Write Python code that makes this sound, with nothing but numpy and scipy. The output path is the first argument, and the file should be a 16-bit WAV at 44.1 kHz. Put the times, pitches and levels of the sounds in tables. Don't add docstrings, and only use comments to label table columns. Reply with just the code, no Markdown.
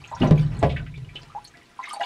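import sys
import numpy as np
from scipy import signal
from scipy.io import wavfile

SR = 44100
rng = np.random.default_rng(int(sys.argv[2]) if len(sys.argv) > 2 else 0)


def put_to_file(sound):
    columns = np.atleast_2d(sound).T
    safe = np.clip(columns, -1, 1)
    whole_steps = np.round(safe * 32767)
    wavfile.write(sys.argv[1], SR, whole_steps.astype(np.int16))


N = 90404
T = np.arange(N) / SR

# start_s, boom_db, slap_db, spray_db, rise_s, t60_s
STROKES = [(0.205, 3, -19.5, -41, 0.03, 0.27), (0.3094, -1, -13, -43.5, 0.0012, 0.043),
           (0.624, -2, -12.5, -31.5, 0.01, 0.088)]
# freq_hz, density_db
SLAP_EQ = [(30, -13), (100, 4.5), (220, 0.5), (400, 1.5), (520, 2), (720, -0.5), (1150, -17), (1600, -14),
           (3000, -44)]
SPRAY_EQ = [(600, 9), (1500, 5), (2600, 19.5), (4000, -0.5), (6000, 1), (9000, -29), (12000, -40.5),
            (16000, -46)]
def splashes():
    slap, spray = shaped_noise(SLAP_EQ), shaped_noise(SPRAY_EQ)
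    return sum(envelope(start, rise, t60) * (from_db(slap_db) * slap + from_db(spray_db) * spray)
               for start, _, slap_db, spray_db, rise, t60 in STROKES)


# start_s, pitch_hz, peak_db, rise_s, t60_s, glide_share_per_t60
AIR_POCKETS = [(0, 140.6, -40.5, 0.0027, 0.16, 0.04), (.207, 255, -12.5, 0.022, 0.22, -0.11),
               (0.207, 197, -11.5, 0.0069, 0.062, -0.12), (0.203, 100, -15.5, 0.017, 0.084, -0.03),
               (.212, 351.6, -18.5, 0.0025, 0.16, 0.25), (.310, 237, -14.5, 0.0018, 0.027, 0.37),
               (.311, 168.8, -4, 0.0058, .21, -0.67), (0.369, 151, -17, .025, 0.61, -0.04),
               (.59, 141, -22, 0.0043, 0.058, 0.2), (0.627, 290, -15.5, 0.0017, 0.086, -0.4),
               (0.637, 153.7, -11.5, 0.014, 0.21, -0.27), (0.639, 75.2, -20.5, 0.032, 0.54, -0.16),
               (.9, 128.5, -34.5, 0.098, 0.51, -.02)]
def gulps():
    return sum(from_db(db) * bubble(start, hz, rise, t60, glide)
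               for start, hz, db, rise, t60, glide in AIR_POCKETS)


# pitch_hz, level_db, t60_s
TANK_MODES = [(43.5, -33.5, 1.71), (73, -46, 2.2), (111.9, -31.5, 1.5), (131.6, -28.5, 1.59),
              (150, -25.5, 1.46), (164, -30.5, 1.34), (205, -26, 0.44), (255, -37, 0.86),
              (290, -34.5, 0.58), (354.6, -36.5, 0.5), (540, -45, 0.22)]
def tank_boom():
    waver_hz, waver_db = 3.224, 1
    out = 0
    for hz, db, t60 in TANK_MODES:
        energy = sum((from_db(boom_db) * envelope(start, rise + 0.0019, t60)) ** 2
                     for start, boom_db, _, _, rise, _ in STROKES)
        tone = oscillator(hz + waver_hz * drift(rate_hz=7.6))
        gain = from_db(db + waver_db * drift(rate_hz=7.4))
        out = out + gain * np.sqrt(energy) * tone
    return out


# pitch_hz, level_db, t60_s
HOLLOW_MODES = [(608.3, -13, 0.14), (692, -25, 0.35), (833, -23, 0.2), (997, -27, 0.23), (1140, -25, 0.17)]
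def hollow(x):
    return sum(from_db(db) * ring(x, hz, t60) for hz, db, t60 in HOLLOW_MODES)


# start_s, level_db
BLOWS = [(.232, -11), (.3105, -8), (.6295, -3)]
def knocks():
    return hollow(sum(from_db(db) * signal.unit_impulse(N, int(start * SR)) for start, db in BLOWS))


# start_s, level_db, t60_s
SPATTERS = [(0.3083, -24.5, 0.015), (0.356, -42, 0.017), (0.6275, -26, 0.0058), (0.721, -44, 0.027),
            (0.975, -44.5, 0.036), (1.153, -42.5, 0.062), (1.231, -41, .012), (1.57, -44.5, 0.019),
            (2.006, -37, 0.031), (2.031, -42, 0.021)]
# freq_hz, density_db
SPATTER_EQ = [(100, 2), (400, 20), (900, -3), (2400, 8), (4000, 4.5), (7000, -7.5), (10000, -14.5),
              (15000, -49.5)]
def spatters():
    bursts = sum(from_db(db) * envelope(start, 0.002, t60) for start, db, t60 in SPATTERS)
    return bursts * shaped_noise(SPATTER_EQ)


# start_s, centre_hz, level_db, rise_s, t60_s
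SLOSHES = [(0.115, 802, -37, 0.0022, 0.17), (0.512, 2040, -49.5, 0.014, 0.1),
           (0.612, 587, -26.5, 0.021, 0.058), (0.69, 2820, -38.5, 0.011, 0.14),
           (0.765, 2170, -34.5, 0.0017, 0.1), (.862, 1990, -42.5, 0.0028, 0.07),
           (1.85, 3100, -55, 0.056, 0.1)]
def sloshes():
    return sum(from_db(db) * envelope(start, rise, t60) * band_noise(hz, octaves=0.48)
               for start, hz, db, rise, t60 in SLOSHES)


# start_s, pitch_hz, level_db, t60_cycles
PLINKS = [(0.04, 2600, -34.5, 26), (0.075, 6460, -45.5, 77), (0.113, 844, -32.5, 26), (0.126, 906, -26, 94),
          (0.149, 5540, -38, 60), (0.164, 1443, -39, 49), (0.218, 2825, -22, 37), (0.25, 12300, -50, 50),
          (0.273, 5820, -38, 63), (0.376, 2330, -33, 48), (0.393, 4620, -46, 73), (0.59, 7730, -38.5, 11),
          (0.762, 1807, -27.5, 20), (0.8, 1468, -39, 59), (0.94, 2316, -40, 82), (0.959, 3560, -46.5, 57),
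          (1.046, 2890, -48.5, 59), (1.09, 2318, -39.5, 32), (1.157, 2990, -28.5, 126),
          (1.17, 2650, -38.5, 66), (1.217, 4900, -43.5, 23), (1.299, 1173, -43.5, 31),
          (1.316, 1290, -46.5, 82), (1.443, 9470, -44, 72), (1.448, 4270, -37, 125),
          (1.474, 6350, -43.5, 110), (1.539, 1637, -45.5, 45), (1.551, 2000, -45, 35),
          (1.613, 2090, -45.5, 41), (1.79, 989, -25, 34), (1.829, 2040, -34, 140), (1.834, 6100, -46, 170),
          (1.838, 2086, -27.5, 75), (1.855, 3740, -37, 60), (1.872, 1100, -35.5, 43),
          (1.882, 2116, -33, 120), (1.889, 9100, -38.5, 29), (1.894, 3100, -36.5, 49),
          (1.902, 5130, -39, 83), (1.907, 1200, -34.5, 160), (1.931, 8580, -29.5, 53),
          (1.933, 833, -26, 8.6), (1.937, 4500, -37, 150), (1.963, 777, -31.5, 38),
          (1.997, 682.6, -24.5, 47), (2.006, 1926, -31, 60), (2.009, 750, -22.5, 33),
          (2.011, 1580, -26.5, 42), (2.013, 2860, -32.5, 77), (2.032, 2840, -28.5, 78),
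          (2.034, 3530, -31, 45), (2.035, 954, -31.5, 61)]
def plinks():
    tone_db, rasp_db, glide_at_1khz, onset_cycles = 1.5, -8.5, 0.226, 1.85
    out = 0
    for start, hz, db, cycles in PLINKS:
        rise = 0.0014 + onset_cycles / hz
        tone = bubble(start, hz, rise, t60_s=cycles / hz, glide=glide_at_1khz * 1000 / hz)
        rasp = envelope(start, rise_s=0.0074, t60_s=0.019) * band_noise(hz, octaves=0.31)
        out = out + from_db(db + tone_db) * tone + from_db(db + rasp_db) * rasp
    return out


# start_s, pitch_hz, level_db, length_s, glide_share
BLOOPS = [(1.349, 817, -29, 0.052, 0.44)]
def bloops():
    attack_s, flutter_db, hollow_send_db = 0.0014, 4, -36.5
    notes = 0
    for start, hz, db, length, glide in BLOOPS:
        risen = np.clip((T - start) / length, 0, 1)
        shape = np.clip((T - start) / attack_s, 0, 1) * (1 - risen ** 2)
        notes = notes + from_db(db) * shape * oscillator(hz * (1 + glide * risen ** 3))
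    notes = notes * from_db(flutter_db * drift(rate_hz=75))
    return notes + from_db(hollow_send_db) * hollow(notes)


# time_s, level_db
FIZZ_FADER = [(0, -52.5), (.16, -54.5), (.2, -46), (.24, -40.5), (.34, -64), (.39, -42.5), (.5, -60),
              (.53, -54), (.6, -51.5), (.65, -46.5), (.73, -54), (.9, -66.5), (1.1, -63), (1.2, -55.5),
              (1.3, -59), (1.74, -60.5), (1.86, -48), (1.92, -45.5), (1.99, -53), (2.02, -42)]
# pitch_hz, level_db
FIZZ_EQ = [(700, -2), (1300, 2.5), (2400, 3.5), (4000, 4.5), (6500, -0.5), (9500, -0.5), (14000, -16)]
def fizz():
    bubbles_per_s, spread_db, t60_cycles = 3800, 4.5, 64
    strengths = from_db(spread_db * np.minimum(rng.exponential(1, N), 4))
    polarity = rng.choice([-1, 1], N)
    born = rng.random(N) < bubbles_per_s / SR
    clicks = strengths * polarity * born
    pitches_hz = np.geomspace(700, 14000, 36)
    pitch_index = rng.integers(0, len(pitches_hz), N)
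    rings = sum(eq_gain(FIZZ_EQ, hz) * ring(clicks * (pitch_index == k), hz, t60_cycles / hz)
                for k, hz in enumerate(pitches_hz))
    return fader(FIZZ_FADER) * rms_one(rings)


# delay_s, level_db
REFLECTIONS = [(.0031, -15), (.0068, -17), (0.011, -21.5), (0.0174, -17)]
def walls(x):
    bright_db, dull_db = -4.5, -21
    bright = rng.standard_normal(N) * envelope(0.0011, rise_s=0.0042, t60_s=0.11)
    bright = rms_one(butter(bright, 1, 6000, "low"))
    dull = rng.standard_normal(N) * envelope(0.0062, rise_s=0.014, t60_s=0.28)
    dull = rms_one(butter(dull, 2, (264, 700), "band"))
    tail = (from_db(bright_db) * bright + from_db(dull_db) * dull) / np.sqrt(2 * N)
    early = sum(from_db(db) * np.interp(T - delay, T, x, left=0) for delay, db in REFLECTIONS)
    return x + early + signal.fftconvolve(x, tail)[:N]


# time_s, level_db
CHURN_FADER = [(0, -46), (.08, -50.5), (.19, -43), (.23, -26.5), (.42, -34.5), (.57, -30), (.68, -36.5),
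               (.8, -32.5), (.92, -47.5), (1.08, -45.5), (1.3, -61), (1.75, -68), (2.05, -108)]
# freq_hz, density_db
CHURN_EQ = [(25, 1), (48, 1.5), (100, 9.5), (150, 1.5), (220, -9), (400, -15.5), (800, -25), (1600, -27)]
def churn():
    return fader(CHURN_FADER) * shaped_noise(CHURN_EQ)


# freq_hz, density_db
HUSH_EQ = [(15, -33), (25, 1), (71, -27), (129, -16.5), (188, 0), (433, -3), (537, 28), (614, -26.5),
           (2230, -9.5), (10400, -27), (13200, -32.5), (15500, -72.5)]
def hush():
    return from_db(-58.5) * shaped_noise(HUSH_EQ)


def from_db(db):
    return 10 ** (np.asarray(db) / 20)


def rms_one(x):
    return x / np.sqrt(np.mean(x ** 2) + 1e-20)


def fader(points):
    return from_db(np.interp(T, *np.transpose(points)))


def eq_gain(eq, hz):
    freqs, db = np.transpose(eq)
    return from_db(np.interp(np.log(hz), np.log(freqs), db))


def butter(x, order, hz, kind):
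    return signal.sosfilt(signal.butter(order, hz, kind, fs=SR, output="sos"), x)


def drift(rate_hz):
    hop, warm_up = 40, 2000
    pole = np.exp(-2 * np.pi * rate_hz * hop / SR)
    white = rng.standard_normal(N // hop + warm_up + 2)
    slow = signal.lfilter([1], [1, -2 * pole, pole * pole], white)[warm_up:]
    return np.interp(np.arange(N) / hop, np.arange(len(slow)), rms_one(slow))


def shaped_noise(eq):
    edges_hz = 22 * 2 ** np.arange(0, 9.6, .5)
    white = rng.standard_normal((2, N))
    out = 0
    for k, (low, high) in enumerate(zip(edges_hz, edges_hz[1:])):
        if low < eq[-1][0]:
            band = butter(white[k % 2], 3, [low, high], "band")
            out = out + eq_gain(eq, np.sqrt(low * high)) * band
    return rms_one(out)


def band_noise(hz, octaves):
    edges_hz = [hz * 2 ** -octaves, min(hz * 2 ** octaves, SR / 2 - 1)]
    return rms_one(butter(rng.standard_normal(N), 3, edges_hz, "band"))


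def envelope(start_s, rise_s, t60_s):
    age = T - start_s
    return np.clip(age / rise_s, 0, 1) * from_db(-60 * np.clip((age - rise_s) / t60_s, 0, 4))


def oscillator(hz):
    return np.sin(2 * np.pi * np.cumsum(hz) / SR)


def ring(x, hz, t60_s):
    radius, angle = from_db(-60 / (t60_s * SR)), 2 * np.pi * hz / SR
    return signal.lfilter([0, np.sin(angle)], [1, -2 * radius * np.cos(angle), radius ** 2], x + 1e-18)


def bubble(start_s, hz, rise_s, t60_s, glide):
    age = np.clip(T - start_s, 0, 2 * t60_s)
    phase = 2 * np.pi * hz * (age + glide * age ** 2 / (2 * t60_s))
    return envelope(start_s, rise_s, t60_s) * np.sin(phase)


def scene():
    surface = walls(splashes() + spatters() + sloshes() + plinks() + fizz())
    deep = gulps() + tank_boom() + churn()
    return (surface + knocks() + bloops() + deep + hush())[None]


def record(dry):
    ceiling, cutoff_hz = .8, 15700
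    rounded = ceiling * np.tanh(dry / ceiling)
    return signal.sosfilt(signal.ellip(10, .2, 70, cutoff_hz, fs=SR, output="sos"), rounded)


dry = scene()
out = record(dry)
put_to_file(out)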